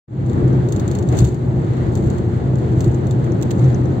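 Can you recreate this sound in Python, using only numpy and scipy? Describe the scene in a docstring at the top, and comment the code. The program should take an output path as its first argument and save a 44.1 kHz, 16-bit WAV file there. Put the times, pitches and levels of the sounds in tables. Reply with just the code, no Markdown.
"""Inside a car cruising on a motorway. Tyre and wind rumble fade in, with the engine's hum beating
against a drone of the wheels. From 0.4 s, road joints thump through the body in pairs about every
0.8 s, the tyres growl and a loose piece of trim rattles. The level ducks a little after the hardest
thump, at 1.2 s. Two sharp plastic clicks come from close by at 3.4 and 3.5 s, then the cabin's air
booms once while a small metal part ticks."""
import sys
import numpy as np
from scipy import signal
from scipy.fft import rfft, irfft
from scipy.io import wavfile
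from scipy.ndimage import uniform_filter1d

SR = 44100
rng = np.random.default_rng(int(sys.argv[2]) if len(sys.argv) > 2 else 0)


def log_audio(samples):
    """Write samples as a 16-bit WAV file to the path given in sys.argv[1]."""
    # one column per channel
    frames = np.atleast_2d(samples).T
    # limit to full scale, then quantise
    limited = np.clip(frames, -1, 1)
    pcm = np.round(limited * 32767).astype(np.int16)
    wavfile.write(sys.argv[1], SR, pcm)


N = 176400
T = np.arange(N) / SR
HZ = np.fft.rfftfreq(N, 1 / SR)


def amp(db):
    """Decibels to gain."""
    return 10 ** (np.asarray(db) / 20)


def unit(x):
    """Scales to rms 1."""
    return x / np.sqrt(np.mean(x ** 2) + 1e-20)


def by_hz(points):
    """Reads a table on a log-frequency axis."""
    hz, value = np.transpose(points)
    return np.interp(np.log(HZ + 1), np.log(hz), value)


def by_time(points):
    """Reads a curve at every sample."""
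    return np.interp(T, *np.transpose(points))


def colour(x, spectrum):
    """Filters by a spectrum, keeping the power of white noise."""
    return irfft(rfft(x) * unit(amp(by_hz(spectrum))), N)


def drift(rate_hz):
    """Slow random motion, rms 1."""
    return unit(irfft(rfft(rng.standard_normal(N)) * np.exp(-(HZ / rate_hz) ** 2), N))


def pan(left_db):
    """Channel gains for a left-minus-right level."""
    return amp(np.array([[.5], [-.5]]) * left_db)


def strike(start_s, rise_s, fall_s):
    """Envelope of a blow: linear rise, exponential fall."""
    age_s = np.maximum(T - start_s, 0)
    decay = np.exp(-np.minimum(np.maximum(age_s - rise_s, 0) / fall_s, 20))
    return np.minimum(age_s / rise_s, 1) * decay


def swell(centre_s, half_s):
    """Gaussian envelope, peak 1."""
    return np.exp(-((T - centre_s) / half_s) ** 2)


def sine(hz, start_s):
    """Sine with zero phase at start_s."""
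    return np.sin(2 * np.pi * hz * (T - start_s))


def resonance(hz, width_hz):
    """Complex response of one mode, peak 1."""
    return 1 / (1 + 2j * (HZ - hz) / width_hz)


def fir(x, kernel):
    """Filters both channels without delay, mirroring the ends."""
    half = len(kernel) // 2
    padded = np.pad(x, ((0, 0), (half, half)), "reflect", reflect_type="odd")
    return signal.oaconvolve(padded, kernel[None], "valid", axes=1)


# Stereo likeness of road noise. Each row: frequency in Hz, correlation from -1 to 1.
CABIN_CORRELATION = [(60, 0.89), (170, 0.88), (340, 0.74), (450, 0.58), (640, -0.005), (800, 0.25),
                     (1050, -0.57), (1500, -0.21), (2200, 0.13), (5000, 0.083), (15000, -0.49)]
# Its balance. Each row: frequency in Hz, left minus right in dB.
CABIN_BALANCE = [(70, 0.5), (200, 0.6), (340, 2), (470, 5), (600, 0), (900, 3), (1400, -2.5), (2500, 1),
                 (5000, 0), (15000, -4)]


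def cabin_noise(spectrum):
    """Diffuse noise at two microphones: alike in the bass, much less so in the treble."""
    a, b = rfft(rng.standard_normal((2, N)))
    correlation = by_hz(CABIN_CORRELATION)
    mid = a * np.sqrt((1 + correlation) / 2)
    side = b * np.sqrt((1 - correlation) / 2)
    stereo = irfft(np.array([mid + side, mid - side]) * pan(by_hz(CABIN_BALANCE)), N)
    return unit(colour(stereo, spectrum))


# Road coarseness. Each row: time in seconds, rumble gain in dB.
ROAD_SURFACE = [(0, 0), (.3, 1), (.4, 2.5), (.55, 2), (.68, 1.5), (1.05, 2), (1.17, 4.5), (1.26, 2.5),
                (1.36, -2.5), (1.5, 1), (1.85, 1.1), (2.05, 2.5), (2.35, 0.5), (2.65, 2), (2.85, 1.7),
                (3.0, 2), (3.3, 1.3), (3.5, 3.5), (4, 2.5)]
# Tyre rumble and wind on the glass. Each row: frequency in Hz, relative density in dB.
RUMBLE_SPECTRUM = [(20, -23.5), (42, -23), (52, -21), (63, -11), (90, -1.5), (125, 1), (160, -2),
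                   (205, -4.5), (265, -10.5), (300, -5), (350, -5.3), (390, -11.5), (450, -14),
                   (600, -18.5), (850, -24.3), (1200, -32), (2500, -70.5)]
WIND_SPECTRUM = [(200, -19.5), (700, -1), (1100, 0), (1500, -1.5), (2000, -4.5), (2450, -12.5),
                 (4400, -15.5), (5000, -25.5), (5700, -26), (6500, -20.5), (7700, -21.5), (9000, -34),
                 (12000, -37), (15500, -31)]


def road_and_wind(rumble_db=-18, wind_db=-39, flutter_db=0.5, gust_db=1.4, wind_follow=0.64):
    """Tyre rumble and wind follow the road surface and flutter a little."""
    road_db = by_time(ROAD_SURFACE)
    rumble = cabin_noise(RUMBLE_SPECTRUM) * amp(rumble_db + road_db + flutter_db * drift(rate_hz=14))
    wind = cabin_noise(WIND_SPECTRUM) * amp(wind_db + wind_follow * road_db)
    return rumble + wind * amp(gust_db * drift(rate_hz=7.1))


# Engine hum and wheel drone. Each row: frequency in Hz, level in dB, rms pitch wander in Hz.
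ENGINE_TONES = [(116.04, -24.5, 1.38), (236.1, -33, 3.77), (354.6, -30.5, 4.16)]
WHEEL_TONES = [(66.8, -33.5, 2.03), (129.07, -20, 1.48), (409.4, -39, 5.08), (475, -46, 5.15)]


def hum(tones, left_db, waver=0.31):
    """Tones of turning parts, wavering in pitch and strength."""
    out = np.zeros(N)
    for hz, db, wander_hz in tones:
        turns = np.cumsum(hz + wander_hz * drift(rate_hz=5.91)) / SR + rng.random()
        strength = 1 + waver * drift(rate_hz=4)
        out += amp(db) * unit(strength * np.sin(2 * np.pi * turns))
    return out * pan(left_db)


# Rough asphalt. Each row: centre in seconds, half length in seconds, level in dB.
ROUGH_PATCHES = [(0.38, .05, -17.5), (0.512, 0.085, -16.5), (1.17, 0.054, -21.5), (2.038, 0.14, -26.5),
                 (2.796, 0.12, -24.5)]
# Tyre growl. Each row: frequency in Hz, relative density in dB.
GROWL_SPECTRUM = [(45, -28.5), (70, -11.5), (130, -2.5), (190, 1.5), (260, -4.5), (340, 0), (480, -15.5),
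                  (900, -26.5), (2000, -36), (5000, -74), (12000, -110)]


def tyre_growl():
    """The tyres growl over broken asphalt around the joints."""
    envelope = sum(amp(db) * swell(centre_s, half_s) for centre_s, half_s, db in ROUGH_PATCHES)
    return cabin_noise(GROWL_SPECTRUM) * envelope


def cabin_boom(centre_s=3.66, half_s=.028, hz=131, db=-4):
    """The cabin's air resonance swells and dies once."""
    return amp(db) * swell(centre_s, half_s) * sine(hz, centre_s)


# Ticks of a metal part. Each row: start in seconds, level in dB.
METAL_TICKS = [(.528, -45.5), (3.319, -39), (3.641, -39), (3.702, -46), (3.744, -35.5), (3.853, -44)]


def metal_ticks(ring_hz=6370, width_hz=1200):
    """A small metal part rings briefly on the left."""
    envelope = sum(amp(db) * strike(start_s, rise_s=.002, fall_s=0.0046) for start_s, db in METAL_TICKS)
    ring = unit(irfft(rfft(rng.standard_normal((2, N))) * resonance(ring_hz, width_hz) ** 2, N))
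    return envelope * ring * pan(left_db=8.5)


# Broad ring of the trim. Each row: frequency in Hz, relative density in dB.
TRIM_SPECTRUM = [(1200, -46), (2600, -15.5), (3150, -10), (3600, -5.5), (4000, -11), (4450, -6),
                 (5100, -13), (5700, -13), (6200, -3), (7400, -1.5), (7950, -9), (8500, -7.5), (12000, -16),
                 (15500, -14.5)]
# Its narrow modes. Each row: frequency in Hz, height over the broad ring in dB, width in Hz.
TRIM_PEAKS = [(3736, 5.5, 100), (4300, 5.5, 120), (4730, 2.5, 34), (6280, 4, 110), (6950, 3.5, 130),
              (7460, 6, 200), (8400, 4, 130)]
TAP_RISE_S, TAP_FALL_S = 0.00097, 0.0029


def trim_ring(excitation):
    """The trim rings with a broad colour and narrow modes on top."""
    modes = 1 + sum((amp(db) - 1) * resonance(hz, width_hz) for hz, db, width_hz in TRIM_PEAKS)
    return irfft(rfft(colour(excitation, TRIM_SPECTRUM)) * unit(abs(modes)), N)


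# Chatter at the jolts. Each row: centre in seconds, half length in seconds, level in dB.
CHATTER_SWELLS = [(1.189, .025, -33.5), (1.215, 0.083, -38), (2.052, 0.13, -50), (2.826, 0.093, -49),
                  (3.647, 0.15, -53.5)]
# Extra colour of tiny taps. Each row: frequency in Hz, relative gain in dB.
CHATTER_EQ = [(3000, 3), (7000, 0), (12500, 2)]


def trim_chatter(taps_per_s=1400, spread_db=4, idle_db=-55.5):
    """Many tiny random taps of the trim, always present and stronger around the jolts."""
    hits = (rng.random(N) < taps_per_s / SR) * amp(spread_db * np.minimum(rng.exponential(1, N), 4))
    power = signal.fftconvolve(hits ** 2, strike(0, TAP_RISE_S, TAP_FALL_S) ** 2)[:N]
    level = amp(idle_db) + sum(amp(db) * swell(at_s, half_s) for at_s, half_s, db in CHATTER_SWELLS)
    grains = unit(np.sqrt(abs(power))) * level * rng.standard_normal((2, N))
    return trim_ring(colour(grains, CHATTER_EQ)) * pan(left_db=3.5)


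# Taps of the loose trim. Each row: start in seconds, relative level in dB.
TRIM_TAPS = [(0.262, -38.5), (0.2967, -37.5), (0.3311, -38.5), (0.4787, -40), (0.6868, -31),
             (0.7228, -23.5), (0.7617, -28), (0.7967, -27.5), (0.8783, -27.5), (0.9134, -26.5),
             (0.9506, -26.5), (0.9873, -29), (1.0254, -34), (1.0882, -30), (1.125, -31), (1.1714, -31),
             (1.1881, -18), (1.204, -27), (1.2438, -26.5), (1.2498, -25), (1.274, -33), (1.288, -33.5),
             (1.344, -35.5), (1.7345, -43), (1.7674, -40), (1.9532, -26.5), (1.9738, -34.5), (2.101, -31.5),
             (2.183, -35), (2.5556, -37.5), (2.585, -39), (2.806, -24.5), (2.843, -28.5), (2.878, -39.5),
             (2.9454, -35.5), (3.0686, -34.5), (3.1093, -28.5), (3.242, -37), (3.5937, -35.5)]


def trim_taps(gain_db=0.85, bounce_s=.006, bounce_db=-12, tail_db=-19.5, repeat_share=0.42):
    """Loose trim taps, bounces once and leaves a short tail; part of its ring repeats every time."""
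    blows = np.zeros(N)
    for start_s, db in TRIM_TAPS:
        blows[round(start_s * SR)] += amp(db + gain_db)
    tap = strike(0, TAP_RISE_S, TAP_FALL_S)
    bounce = amp(bounce_db) * strike(bounce_s, TAP_RISE_S, TAP_FALL_S)
    tail = amp(tail_db) * strike(0, rise_s=bounce_s, fall_s=0.022)
    power = tap ** 2 + bounce ** 2 + tail ** 2
    burst = np.sqrt(power) * rng.standard_normal((2, N))
    repeated = signal.fftconvolve(blows[None], burst, axes=1)[:, :N]
    fresh = np.sqrt(abs(signal.fftconvolve(blows ** 2, power)[:N])) * rng.standard_normal((2, N))
    excitation = np.sqrt(repeat_share) * repeated + np.sqrt(1 - repeat_share) * fresh
    return trim_ring(excitation) * pan(left_db=1)


# Plastic snaps, three to a click. Each row: start in seconds, level in dB.
CLICK_SNAPS = [(3.414, -29), (3.4251, -22.5), (3.4297, -21.5), (3.5073, -21.5), (3.5109, -21.5),
               (3.515, -26)]
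# Their colour. Each row: frequency in Hz, relative density in dB.
CLICK_SPECTRUM = [(900, -13.5), (2000, 1), (2800, -3), (4200, 2.5), (5100, -9), (6500, 4), (7500, 5.5),
                  (8700, -2), (12000, -8.5), (13200, -3.5), (15000, -5)]


def plastic_clicks(rise_s=0.00034, fall_s=0.0012, tail_db=-19, tail_s=.008):
    """Plastic snaps close to the right microphone."""
    envelope = np.zeros(N)
    for start_s, db in CLICK_SNAPS:
        tail = amp(tail_db) * strike(start_s, rise_s, tail_s)
        envelope += amp(db) * (strike(start_s, rise_s, fall_s) + tail)
    return colour(envelope * rng.standard_normal((2, N)), CLICK_SPECTRUM) * pan(left_db=-5)


# Wheels crossing joints. Each row: start in seconds, then thump, knock and slap levels in dB.
JOINT_HITS = [(0.427, -14.5, -20, -38), (.527, -17.5, -10, -37.5), (1.12, -20, -24, -25),
              (1.208, -2.5, -21, -36), (1.949, -22, -27, -32), (2.055, -7.5, -28, -40.5),
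              (2.763, -13, -9, -38), (2.86, -6.5, -6.5, -34.5)]
# Low modes of the car body. Each row: frequency in Hz, gain in dB, T60 in seconds.
BODY_MODES = [(68.4, -4, 0.25), (88.4, -1.5, 0.15), (125.7, 4, 0.19), (187.8, -7.5, 0.086),
              (303, -11, 0.071)]
# Tyre slap. Each row: frequency in Hz, relative density in dB.
SLAP_SPECTRUM = [(100, -20), (300, -4.5), (620, -0.5), (1000, -13.5), (2000, -16), (4000, -35.5),
                 (9000, -62)]


def road_joints(knock_hz=339.6):
    """Each joint rings the body's low modes and makes the tyres knock and slap."""
    thumps, slap_envelope = np.zeros(N), np.zeros(N)
    for start_s, thump_db, knock_db, slap_db in JOINT_HITS:
        for hz, mode_db, t60_s in BODY_MODES:
            envelope = strike(start_s, rise_s=0.014, fall_s=t60_s / np.log(1000))
            thumps += amp(thump_db + mode_db) * envelope * sine(hz, start_s)
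        thumps += amp(knock_db) * strike(start_s, rise_s=0.0046, fall_s=0.013) * sine(knock_hz, start_s)
        slap_envelope += amp(slap_db) * strike(start_s, rise_s=0.018, fall_s=.05)
    return thumps * pan(left_db=1) + slap_envelope * cabin_noise(SLAP_SPECTRUM)


def scene():
    """Everything heard in the cabin."""
    drive = road_and_wind() + hum(ENGINE_TONES, left_db=2.0) + hum(WHEEL_TONES, left_db=0.9)
    bumps = tyre_growl() + road_joints() + cabin_boom()
    return drive + bumps + trim_taps() + trim_chatter() + metal_ticks() + plastic_clicks()


def duck(x, threshold_db=-8.5, slope=0.45, recover_db_per_s=12, smooth_s=.05):
    """Gain control: cuts a share of the level over the threshold, then recovers slowly."""
    power_db = 10 * np.log10(abs(uniform_filter1d((x ** 2).mean(0), size=900)) + 1e-12)
    fall_db = T * recover_db_per_s
    held_db = np.maximum.accumulate(power_db + fall_db) - fall_db
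    over_db = np.maximum(held_db - threshold_db, 0)
    pole = np.exp(-1 / (smooth_s * SR))
    return x * amp(-slope * signal.lfilter([1 - pole], [1, -pole], over_db))


# Microphone bass roll-off and dead band. Each row: frequency in Hz, gain in dB.
MIC_RESPONSE = [(25, -2.5), (44, 0.5), (60, 2.5), (8400, 0), (8850, -20), (9700, -25), (11350, -19),
                (11700, -4)]
# Fade-in, overall and extra for the treble. Each row: time in seconds, gain in dB.
FADE_IN = [(.07, -100), (.082, -27.5), (.13, -15), (.2, -7), (.3, -4), (.38, -4.5)]
TREBLE_FADE_IN = [(.08, 2), (.2, -5), (.32, 0)]


def record(dry, crossover_hz=420, ceiling=.9, cutoff_hz=15900):
    """Microphone colour, fade-in, slow gain control, a soft ceiling and the band limit."""
    mic_impulse = np.roll(irfft(amp(by_hz(MIC_RESPONSE)), N), 4096)[:8193] * np.hanning(8193)
    x = fir(dry, mic_impulse)
    bass = fir(x, signal.firwin(101, crossover_hz, fs=SR))
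    treble = (x - bass) * amp(by_time(TREBLE_FADE_IN))
    x = duck((bass + treble) * amp(by_time(FADE_IN)))
    x = x / (1 + (x / ceiling) ** 6) ** (1 / 6)
    return fir(x, signal.firwin(511, cutoff_hz, window=("kaiser", 9), fs=SR))


dry = scene()
out = record(dry)
log_audio(out)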